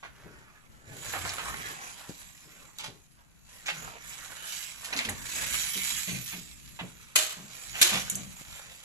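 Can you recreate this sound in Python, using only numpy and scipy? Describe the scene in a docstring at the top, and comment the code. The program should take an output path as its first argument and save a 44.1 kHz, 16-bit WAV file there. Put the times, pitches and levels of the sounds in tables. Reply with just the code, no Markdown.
"""A bare, empty room: slow steps over grit and broken glass, heard from a moving microphone.
Soles shuffle and crush grit in clusters of tiny impacts; chips snap, loose shards ring, and
panes crack under a heel. Body weight swings the boards of floor and hollow stair with a thud.
Between the steps, jacket cloth rubs on itself and soft noise swells with a gritty scuffing.
The hard walls answer everything."""
import sys
import numpy as np
from scipy import signal
from scipy.fft import rfft, irfft, next_fast_len
from scipy.io import wavfile
from scipy.ndimage import uniform_filter1d, map_coordinates

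SR = 44100
rng = np.random.default_rng(int(sys.argv[2]) if len(sys.argv) > 2 else 0)


def generate_wav(signal):
    """Clip the signal to [-1, 1] and save it as 16-bit WAV at the path in sys.argv[1]."""
    frames = np.transpose(np.atleast_2d(signal))
    scaled = np.clip(frames, -1, 1) * 32767
    pcm = np.round(scaled).astype(np.int16)
    wavfile.write(sys.argv[1], SR, pcm)


N = 389844
TOP_HZ = 13150

# crushed grit: (frequency [Hz], level [dB])
GRIT_SPECTRUM = [(60, -39), (250, -14.5), (500, -2.5), (800, 5), (1300, 3.5), (2500, 7.5), (4000, 4),
                 (5200, -4), (7200, -4.5), (13000, -19.5)]
# breaking glass: (frequency [Hz], level [dB])
GLASS_SPECTRUM = [(100, -46), (300, -8.5), (900, -4.5), (2000, 1), (3000, 2.5), (4200, 0.5), (5300, -7),
                  (6500, -0.5), (7800, -2), (10000, -10), (13000, -8)]


def amp(db):
    return 10 ** (np.asarray(db) / 20)


def unit(x):
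    return x / np.sqrt(np.mean(x ** 2) + 1e-20)


def along(points, hz):
    """Interpolate (Hz, value) points on a log axis."""
    f, v = np.transpose(points)
    return np.interp(np.log(hz + 1), np.log(f + 1), v)


def add(track, start_s, sound):
    part = track[..., round(start_s * SR):][..., :sound.shape[-1]]
    part += sound[..., :part.shape[-1]]


def wobble(rate_hz):
    """Smooth random curve."""
    knots = rng.standard_normal(int(N * rate_hz / SR) + 4)
    return map_coordinates(knots, [np.arange(N) * rate_hz / SR])


def filtered(x, response):
    """Apply a complex frequency response."""
    n = x.shape[-1]
    m = next_fast_len(n + SR // 4)
    return irfft(rfft(x, m) * response(np.fft.rfftfreq(m, 1 / SR)), m)[..., :n]


def coloured(x, spectrum, tilt_db_oct=0, peak_hz=1000, peak_db=0, size=2048):
    """Minimum-phase filter of unit energy: spectrum, tilt and one resonance."""
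    hz = np.fft.rfftfreq(size, 1 / SR)
    resonance_db = peak_db * np.exp(-(np.log2((hz + 1) / peak_hz) / 0.39) ** 2)
    gain_db = along(spectrum, hz) + tilt_db_oct * np.log2(1 + hz / 500) + resonance_db
    cepstrum = irfft(np.log(amp(gain_db)))
    cepstrum[1:size // 2] *= 2
    cepstrum[size // 2 + 1:] = 0
    kernel = irfft(np.exp(rfft(cepstrum)))
    return signal.fftconvolve(x, kernel / np.linalg.norm(kernel))[:len(x)]


def grains(n, rate_hz, spread_db, smooth):
    """Tiny random impacts over a share of smooth noise; rms 1."""
    hits = (rng.random(n) < rate_hz / SR) * rng.choice([-1, 1], n)
    strength = amp(spread_db * np.clip(rng.standard_normal(n), -2, 2))
    return unit(unit(hits * strength) + smooth * rng.standard_normal(n))


def modes(hz, t):
    """Mean of sines with random polarity; hz is a column."""
    return (rng.choice([-1, 1], hz.shape) * np.sin(2 * np.pi * hz * t)).mean(axis=0)


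def press(hold_s, attack_s, release_s):
    """1 s envelope of a load that builds, holds and lets go."""
    t = np.arange(SR) / SR
    return (1 - np.exp(-t / attack_s)) * np.exp(-np.maximum(t - hold_s, 0) / release_s)


def swells_db(rows, drop_db=16, shape=1.39):
    """Level of swells whose powers add; shape 1 is pointed, 2 rounded."""
    t, power = np.arange(N) / SR, 1e-12
    for peak_s, db, rise_s, fall_s in rows:
        away = np.maximum((peak_s - t) / rise_s, (t - peak_s) / fall_s)
        power = power + amp(db - drop_db * np.minimum(away, 10) ** shape) ** 2
    return 10 * np.log10(power)


def patchy(x, depth_db):
    """Colour drifts at random."""
    bands = signal.stft(x, nperseg=512)[2]
    field = uniform_filter1d(rng.standard_normal(bands.shape), size=9, axis=0)
    field = uniform_filter1d(field, size=10, axis=1)
    return signal.istft(bands * amp(depth_db * unit(field)), nperseg=512)[1][:N]


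def in_room(x, wet_db, pan_db, lag_s=0.00017):
    """Direct sound, lagging at the left, plus diffuse wall reflections; pan_db is left over right."""
    # room decay: (frequency [Hz], T60 [s])
    wall_t60 = [(100, 0.51), (500, 0.42), (2000, 0.29), (7000, 0.31), (13000, 0.12)]
    hz, t, bands = signal.stft(rng.standard_normal((2, SR * 3 // 5)), SR, nperseg=256)
    early = 1 + 2.33 * np.exp(-t / 0.0059)  # floor and stair reflect first
    decay = amp(-60 * t / along(wall_t60, hz)[:, None])
    tail = signal.istft(bands * early * decay, SR, nperseg=256)[1]
    wet = signal.fftconvolve(x[None], tail / np.linalg.norm(tail[0]), axes=1)[:, :len(x)]
    direct = filtered(x, lambda f: np.exp(-2j * np.pi * f * np.array([[lag_s], [0]])))
    return (direct + amp(wet_db) * wet) * amp(np.array([[.5], [-.5]]) * pan_db)


def roaming(x, wet_db, pan_db, size=16384):
    """The microphone moves: reflections and direction change from block to block."""
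    hop = size // 2
    out, padded = np.zeros((2, N + size)), np.pad(x, size)
    for start in range(0, N + hop, hop):
        block = np.pad(padded[start + hop:][:size] * np.hanning(size), (0, size))
        heard = in_room(block, wet_db, pan_db + rng.normal(0, 1), lag_s=rng.normal(0.00016, 0.0001))
        add(out, start / SR, heard)
    return out[:, hop:][:, :N]


def shard_ring(x, t60_s=0.11):
    """x rings the modes of a shard, each at a random strength."""
    # glass modes: (frequency [Hz], level [dB])
    shard_modes = [(5910, -5.5), (6700, -15), (7000, -2), (7360, 10), (7620, 6), (8480, 11), (10350, 3),
                   (10580, -1)]
    t = np.arange(SR // 3) / SR
    scatter_db = rng.normal(0, 3, len(shard_modes))
    ring = sum(amp(db + extra_db - 60 * t / t60_s) * np.sin(2 * np.pi * hz * t)
               for (hz, db), extra_db in zip(shard_modes, scatter_db))
    return signal.fftconvolve(x, ring / np.linalg.norm(ring))[:len(x)]


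def room_air():
    """Steady low noise, independent per channel."""
    # room tone: (frequency [Hz], level [dB])
    air_spectrum = [(20, 13.5), (150, -8), (400, -10), (1500, -6), (5000, -33), (13000, -28)]
    return np.array([coloured(rng.standard_normal(N), air_spectrum) for channel in range(2)])


def weight_rumble():
    """Shifting body weight rocks and rumbles."""
    # load on the floor: (time [s], relative level [dB])
    weight_levels = [(0.0, -58), (0.83, -65), (1.08, -54.5), (2.1, -62), (3.1, -63), (4.9, -61.5),
                     (5.17, -54), (6.2, -55), (7.31, -64.5), (8.08, -53.5), (8.84, -64.5)]
    # floor rumble: (frequency [Hz], level [dB])
    rumble_spectrum = [(20, -14), (52, 8), (72, 2.5), (95, 1.5), (270, -2), (400, -15.5), (900, -28.5)]
    weight_db = np.interp(np.arange(N) / SR, *np.transpose(weight_levels))
    rock_db = 3 * wobble(12)
    rumble = amp(weight_db + rock_db) * coloured(rng.standard_normal(N), rumble_spectrum)
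    return amp(-2) * in_room(rumble, wet_db=-1, pan_db=6.5)


def crunches():
    """A sole snaps one crumb, then crushes grit against a resonant piece of debris."""
    # presses: (time [s], level [dB], hold [s], tilt [dB/octave], resonance [Hz])
    presses = [(0.028, -47, 0.028, -4, 1550), (1.133, -38.5, 0.033, -9, 1460),
               (1.25, -39.5, 0.0092, -11, 1450), (1.289, -38, 0.012, 2, 7140),
               (1.377, -38, 0.025, -2, 1310), (2.087, -51, 0.0091, 6, 6964), (2.789, -41.5, 0.02, 2.5, 890),
               (2.836, -41, 0.024, 3, 800), (3.659, -39, 0.016, 2, 6340), (3.681, -34, 0.022, -0.5, 2280),
               (4.841, -41.5, 0.017, 8.5, 1540), (4.925, -35, 0.0049, -4, 2390),
               (4.967, -34, 0.016, 2.5, 6940), (4.99, -33, 0.015, -0.5, 2300), (5.043, -35, .009, 5, 2600),
               (5.087, -36.5, 0.0035, -3, 885), (5.536, -39, 0.0045, 4, 2500),
               (6.076, -39.5, 0.017, 2, 2920), (6.317, -44.5, 0.021, 1, 2200),
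               (6.79, -39, 0.0092, -5.5, 2570), (7.737, -42.5, 0.098, 0, 2350),
               (7.845, -39.5, 0.082, -0.5, 6800), (7.917, -33, 0.058, 1, 606)]
    out = np.zeros((2, N))
    for start_s, db, hold_s, tilt_db_oct, hz in presses:
        load = press(hold_s, attack_s=0.0022, release_s=0.016)
        crush = load * grains(SR, rate_hz=2000, spread_db=6.5, smooth=0.26)
        crush[0] += 5  # first crumb
        crunch = coloured(crush, GRIT_SPECTRUM, tilt_db_oct, hz, peak_db=6.5)
        add(out, start_s, amp(db) * in_room(crunch, wet_db=0.5, pan_db=-3.5))
    return out


def jacket_and_crumbs(catch_db, slip_db):
    """With each swing of a limb, cloth slides on itself and glass crumbs snap underfoot."""
    # limb swings: (fastest moment [s], relative level [dB], rise [s], fall [s])
    swings = [(0.15, -66.5, 1, 1.3), (1.06, -44, 0.16, 1.5), (3.55, -57, 0.17, 0.28),
              (3.78, -48.5, 0.19, 0.25), (4.1, -48, 0.14, 0.68), (4.53, -40.5, 0.17, 0.23),
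              (4.93, -48, 0.65, 0.37), (5.33, -40, 0.12, 0.16), (5.58, -34.5, 0.41, 0.42),
              (5.88, -35.5, 0.3, 0.49), (6.28, -44, 0.13, 0.16), (6.65, -56.5, 0.94, 1.35),
              (7.88, -41.5, 0.48, 0.46), (8.55, -51.5, 1, 0.71)]
    # rubbing cloth: (frequency [Hz], level [dB])
    cloth_spectrum = [(400, -41), (1400, -13), (2400, -2.5), (4200, -10.5), (5200, -10.5), (6900, -2.5),
                      (7900, -4), (10500, -10.5), (13000, -7)]
    swing_db = swells_db(swings)
    rub = amp(swing_db + 0.5 * catch_db + slip_db) * grains(N, rate_hz=900, spread_db=1.5, smooth=1)
    crumbs = amp(swing_db - 7 + catch_db) * grains(N, rate_hz=130, spread_db=3.5, smooth=0)
    swish = coloured(rub, cloth_spectrum) + amp(-15.5) * shard_ring(crumbs)
    crackle = in_room(coloured(crumbs, GRIT_SPECTRUM, tilt_db_oct=7), wet_db=3.5, pan_db=-5.5)
    return crackle + amp(-1.5) * roaming(patchy(swish, depth_db=2.5), wet_db=4, pan_db=-4)


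def shuffles(catch_db):
    """A shoe rubs softly on the boards."""
    # shoe strokes: (fastest moment [s], level [dB], rise [s], fall [s])
    shoe_strokes = [(0.27, -56, 0.12, 0.17), (0.96, -53, 0.13, 0.11), (1.65, -57, 0.72, 0.2),
                    (2.48, -63, 0.056, 0.1), (2.875, -52, 0.049, 0.1)]
    # shoe on wood: (frequency [Hz], level [dB])
    shoe_spectrum = [(50, -24), (110, 10), (240, 3), (450, 3.5), (700, -4.5), (1500, -38), (5000, -37)]
    rub = coloured(grains(N, rate_hz=200, spread_db=-0.5, smooth=0.8), shoe_spectrum)
    return in_room(amp(swells_db(shoe_strokes) + catch_db) * rub, wet_db=-5, pan_db=3.5)


def swells_and_scuffs(flutter_db):
    """Soft, broad mid-range swells of rushing noise and gritty scuffing."""
    # noise swells and scuffs: (peak time [s], relative level [dB], rise [s], fall [s])
    swells = [(0.28, -62, 0.25, 0.6), (1.19, -52, 0.38, 1), (1.6, -51.5, 0.5, 0.48),
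              (2.6, -65.5, 0.23, 0.39), (3.19, -69.5, 0.026, 0.11), (3.88, -53.5, 0.32, 0.25),
              (4.42, -57.5, 0.58, 0.3), (4.97, -52, 0.25, 0.27), (5.4, -48.5, 0.25, 0.28),
              (7.5, -63, 1, 0.64), (7.98, -53, 0.36, 0.32), (8.65, -60.5, 0.63, 0.29)]
    # mid-range rush: (frequency [Hz], level [dB])
    rush_spectrum = [(100, -12), (300, -7), (700, -1), (1100, 2), (1700, 4), (3500, -10.5), (6000, -15),
                     (13000, -55)]
    rush = coloured(grains(N, rate_hz=500, spread_db=0.5, smooth=0.68), rush_spectrum)
    rush *= amp(swells_db(swells) + flutter_db)
    return amp(4.5) * roaming(patchy(rush, depth_db=2), wet_db=-1.5, pan_db=-2)


def thuds(hollow_hz=128.4):
    """Body weight knocks and swings a board; the hollow beneath booms."""
    # loads on floor and stair: (time [s], level [dB], hold [s], board pitch [Hz])
    footfalls = [(0.875, -49.5, 0.062, 99), (1.159, -45, 0.093, 93), (2.091, -45, 0.0046, 130),
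                 (2.104, -46.5, 0.0055, 280), (3.72, -51, 0.097, 159.8), (4.954, -44, 0.033, 258),
                 (5.054, -40, 0.055, 223), (5.08, -38.5, 0.029, 102), (5.755, -44, 0.031, 191),
                 (6.075, -39.5, 0.059, 175.7), (6.12, -47.5, 0.065, 129.2), (6.329, -47, 0.055, 173.3),
                 (6.811, -40.5, 0.034, 177), (7.369, -47.5, 0.068, 183), (7.92, -40.5, 0.05, 184),
                 (8.122, -44, 0.089, 191.3), (8.409, -47.5, 0.0046, 197)]
    # dull knock: (frequency [Hz], level [dB])
    knock_spectrum = [(40, -36), (110, 0), (280, 0), (700, -7.5), (2000, -62)]
    out, t = np.zeros((2, N)), np.arange(SR) / SR
    for start_s, db, hold_s, hz in footfalls:
        sway_rad = 0.041 * np.cumsum(rng.standard_normal(SR))  # the load detunes the board
        board = np.sin(2 * np.pi * hz * t + sway_rad)
        board *= press(hold_s, attack_s=0.0007, release_s=0.76 * hold_s)
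        blow = rng.standard_normal(SR) * press(hold_s, attack_s=0.00088, release_s=0.68 * hold_s)
        hardness_db = -3 * np.log2(hold_s / 0.031)  # quick contacts knock harder
        knock = amp(hardness_db - 7.5) * coloured(blow, knock_spectrum)
        boom = np.sin(2 * np.pi * hollow_hz * t + sway_rad / 2)
        boom *= press(hold_s, attack_s=0.026, release_s=0.08)
        boom *= amp(-9.5) * hold_s / 0.055  # a long load moves more air
        add(out, start_s, amp(db) * in_room(board + knock + boom, wet_db=-7.5, pan_db=3))
    return out


def chips(ring_s=0.0022, log_spread=0.307):
    """A glass chip breaks with a click and rings briefly in eight scattered modes."""
    # breaks: (time [s], ring peak [dB], centre pitch [Hz])
    chip_breaks = [(1.138, -27, 1330), (1.251, -26, 1550), (1.293, -25.5, 4540), (1.384, -24.5, 1400),
                   (1.542, -25.5, 1610), (2.786, -25.5, 5130), (4.928, -22, 2770), (4.935, -26, 3770),
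                   (4.964, -20.5, 5370), (4.99, -18, 2480), (5.051, -25, 2840), (5.0887, -21, 1910),
                   (5.542, -21, 2860), (7.1596, -7.5, 7680), (7.1655, -23, 7150), (7.8175, -6, 7200),
                   (7.828, -8.5, 7340), (8.098, -25, 2760), (8.122, -33, 4480), (8.147, -32, 4200)]
    out, t = np.zeros((2, N)), np.arange(SR // 2) / SR
    for start_s, db, hz in chip_breaks:
        modes_hz = np.minimum(hz * np.exp(log_spread * rng.standard_normal((8, 1))), TOP_HZ)
        ring = modes(modes_hz, t) * np.exp(-t / ring_s)
        click = coloured(rng.standard_normal(len(t)) * np.exp(-t / 0.00035), GLASS_SPECTRUM)
        snap = ring / np.abs(ring).max() + amp(-4) * click / np.abs(click).max()
        add(out, start_s, amp(db) * in_room(snap, wet_db=-3, pan_db=-3))
    return out


def clinks():
    """Loose pieces land with a tick and a ping; the shards around them ring."""
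    # landings: (time [s], relative level [dB])
    landings = [(5.093, -32), (8.0984, -27), (8.111, -37), (8.123, -52), (8.1537, -30)]
    # bright tick: (frequency [Hz], level [dB])
    tick_spectrum = [(1000, -30), (4900, -30), (5900, 6), (7500, 11), (13000, -2.5)]
    ticks, t = np.zeros(N), np.arange(SR) / SR
    for start_s, db in landings:
        ping = modes(rng.uniform(5500, 12500, (16, 1)), t) * np.exp(-t / 0.0034)
        contact = rng.standard_normal(SR) * press(0.0048, attack_s=0.00063, release_s=0.00096)
        add(ticks, start_s, amp(db) * (contact + amp(15.5) * ping))
    glass = coloured(ticks, tick_spectrum) + amp(-9) * shard_ring(ticks)
    return in_room(glass, wet_db=-1.5, pan_db=-3)


def cracks(tread_ring_s=0.034):
    """A fracture runs through a pane as a volley of snaps; splinters follow and the tread knocks."""
    # panes: (time [s], relative level [dB], hold [s], tilt [dB/octave], pan [dB], tread pitch [Hz])
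    fractures = [(7.155, -16.5, 0.01, 2.5, 1.5, 626), (7.174, -25, 0.021, 2, -8, 672),
                 (7.812, -12.5, 0.017, 2.2, -1.5, 352.7)]
    out, t = np.zeros((2, N)), np.arange(SR) / SR
    for start_s, db, hold_s, tilt_db_oct, pan_db, hz in fractures:
        snaps = grains(SR, rate_hz=2800, spread_db=2.5, smooth=0.042)
        snaps *= press(hold_s, attack_s=0.0013, release_s=0.0013)
        splinters = amp(-7) * grains(SR, rate_hz=170, spread_db=-2, smooth=0)
        splinters *= press(hold_s, attack_s=0.031, release_s=0.067)
        tread = amp(-21) * np.sin(2 * np.pi * hz * t) * np.exp(-t / tread_ring_s)
        pane = coloured(snaps + splinters, GLASS_SPECTRUM, tilt_db_oct) + amp(-13) * shard_ring(snaps)
        add(out, start_s, amp(db - 4) * in_room(pane + tread, wet_db=4.5, pan_db=pan_db))
    return out


def scene():
    air = amp(-68) * room_air()
    impacts = crunches() + chips() + cracks() + clinks() + thuds()
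    rumble = weight_rumble()
    catch_db, slip_db = wobble(35), 1.6 * wobble(160)  # rubbing surfaces catch and slip
    rubbing = jacket_and_crumbs(catch_db, slip_db) + shuffles(catch_db)
    return air + impacts + rumble + rubbing + swells_and_scuffs(catch_db + slip_db)


def record(dry):
    """Microphone ports notch the treble; soft peak limit, then a steep low-pass."""
    # microphone response: (frequency [Hz], gain [dB])
    port_response = [(20, 1), (8000, 0.5), (8500, -8), (9050, -21.5), (9450, -7), (9800, 5.5),
                     (13000, -1.5)]
    x = filtered(dry, lambda hz: amp(along(port_response, hz)))
    rounded = x / (1 + (x / 0.75) ** 4) ** (1 / 4)
    return filtered(rounded, lambda hz: 1 / (1 + (hz / TOP_HZ) ** 160))


dry = scene()
out = record(dry)
generate_wav(out)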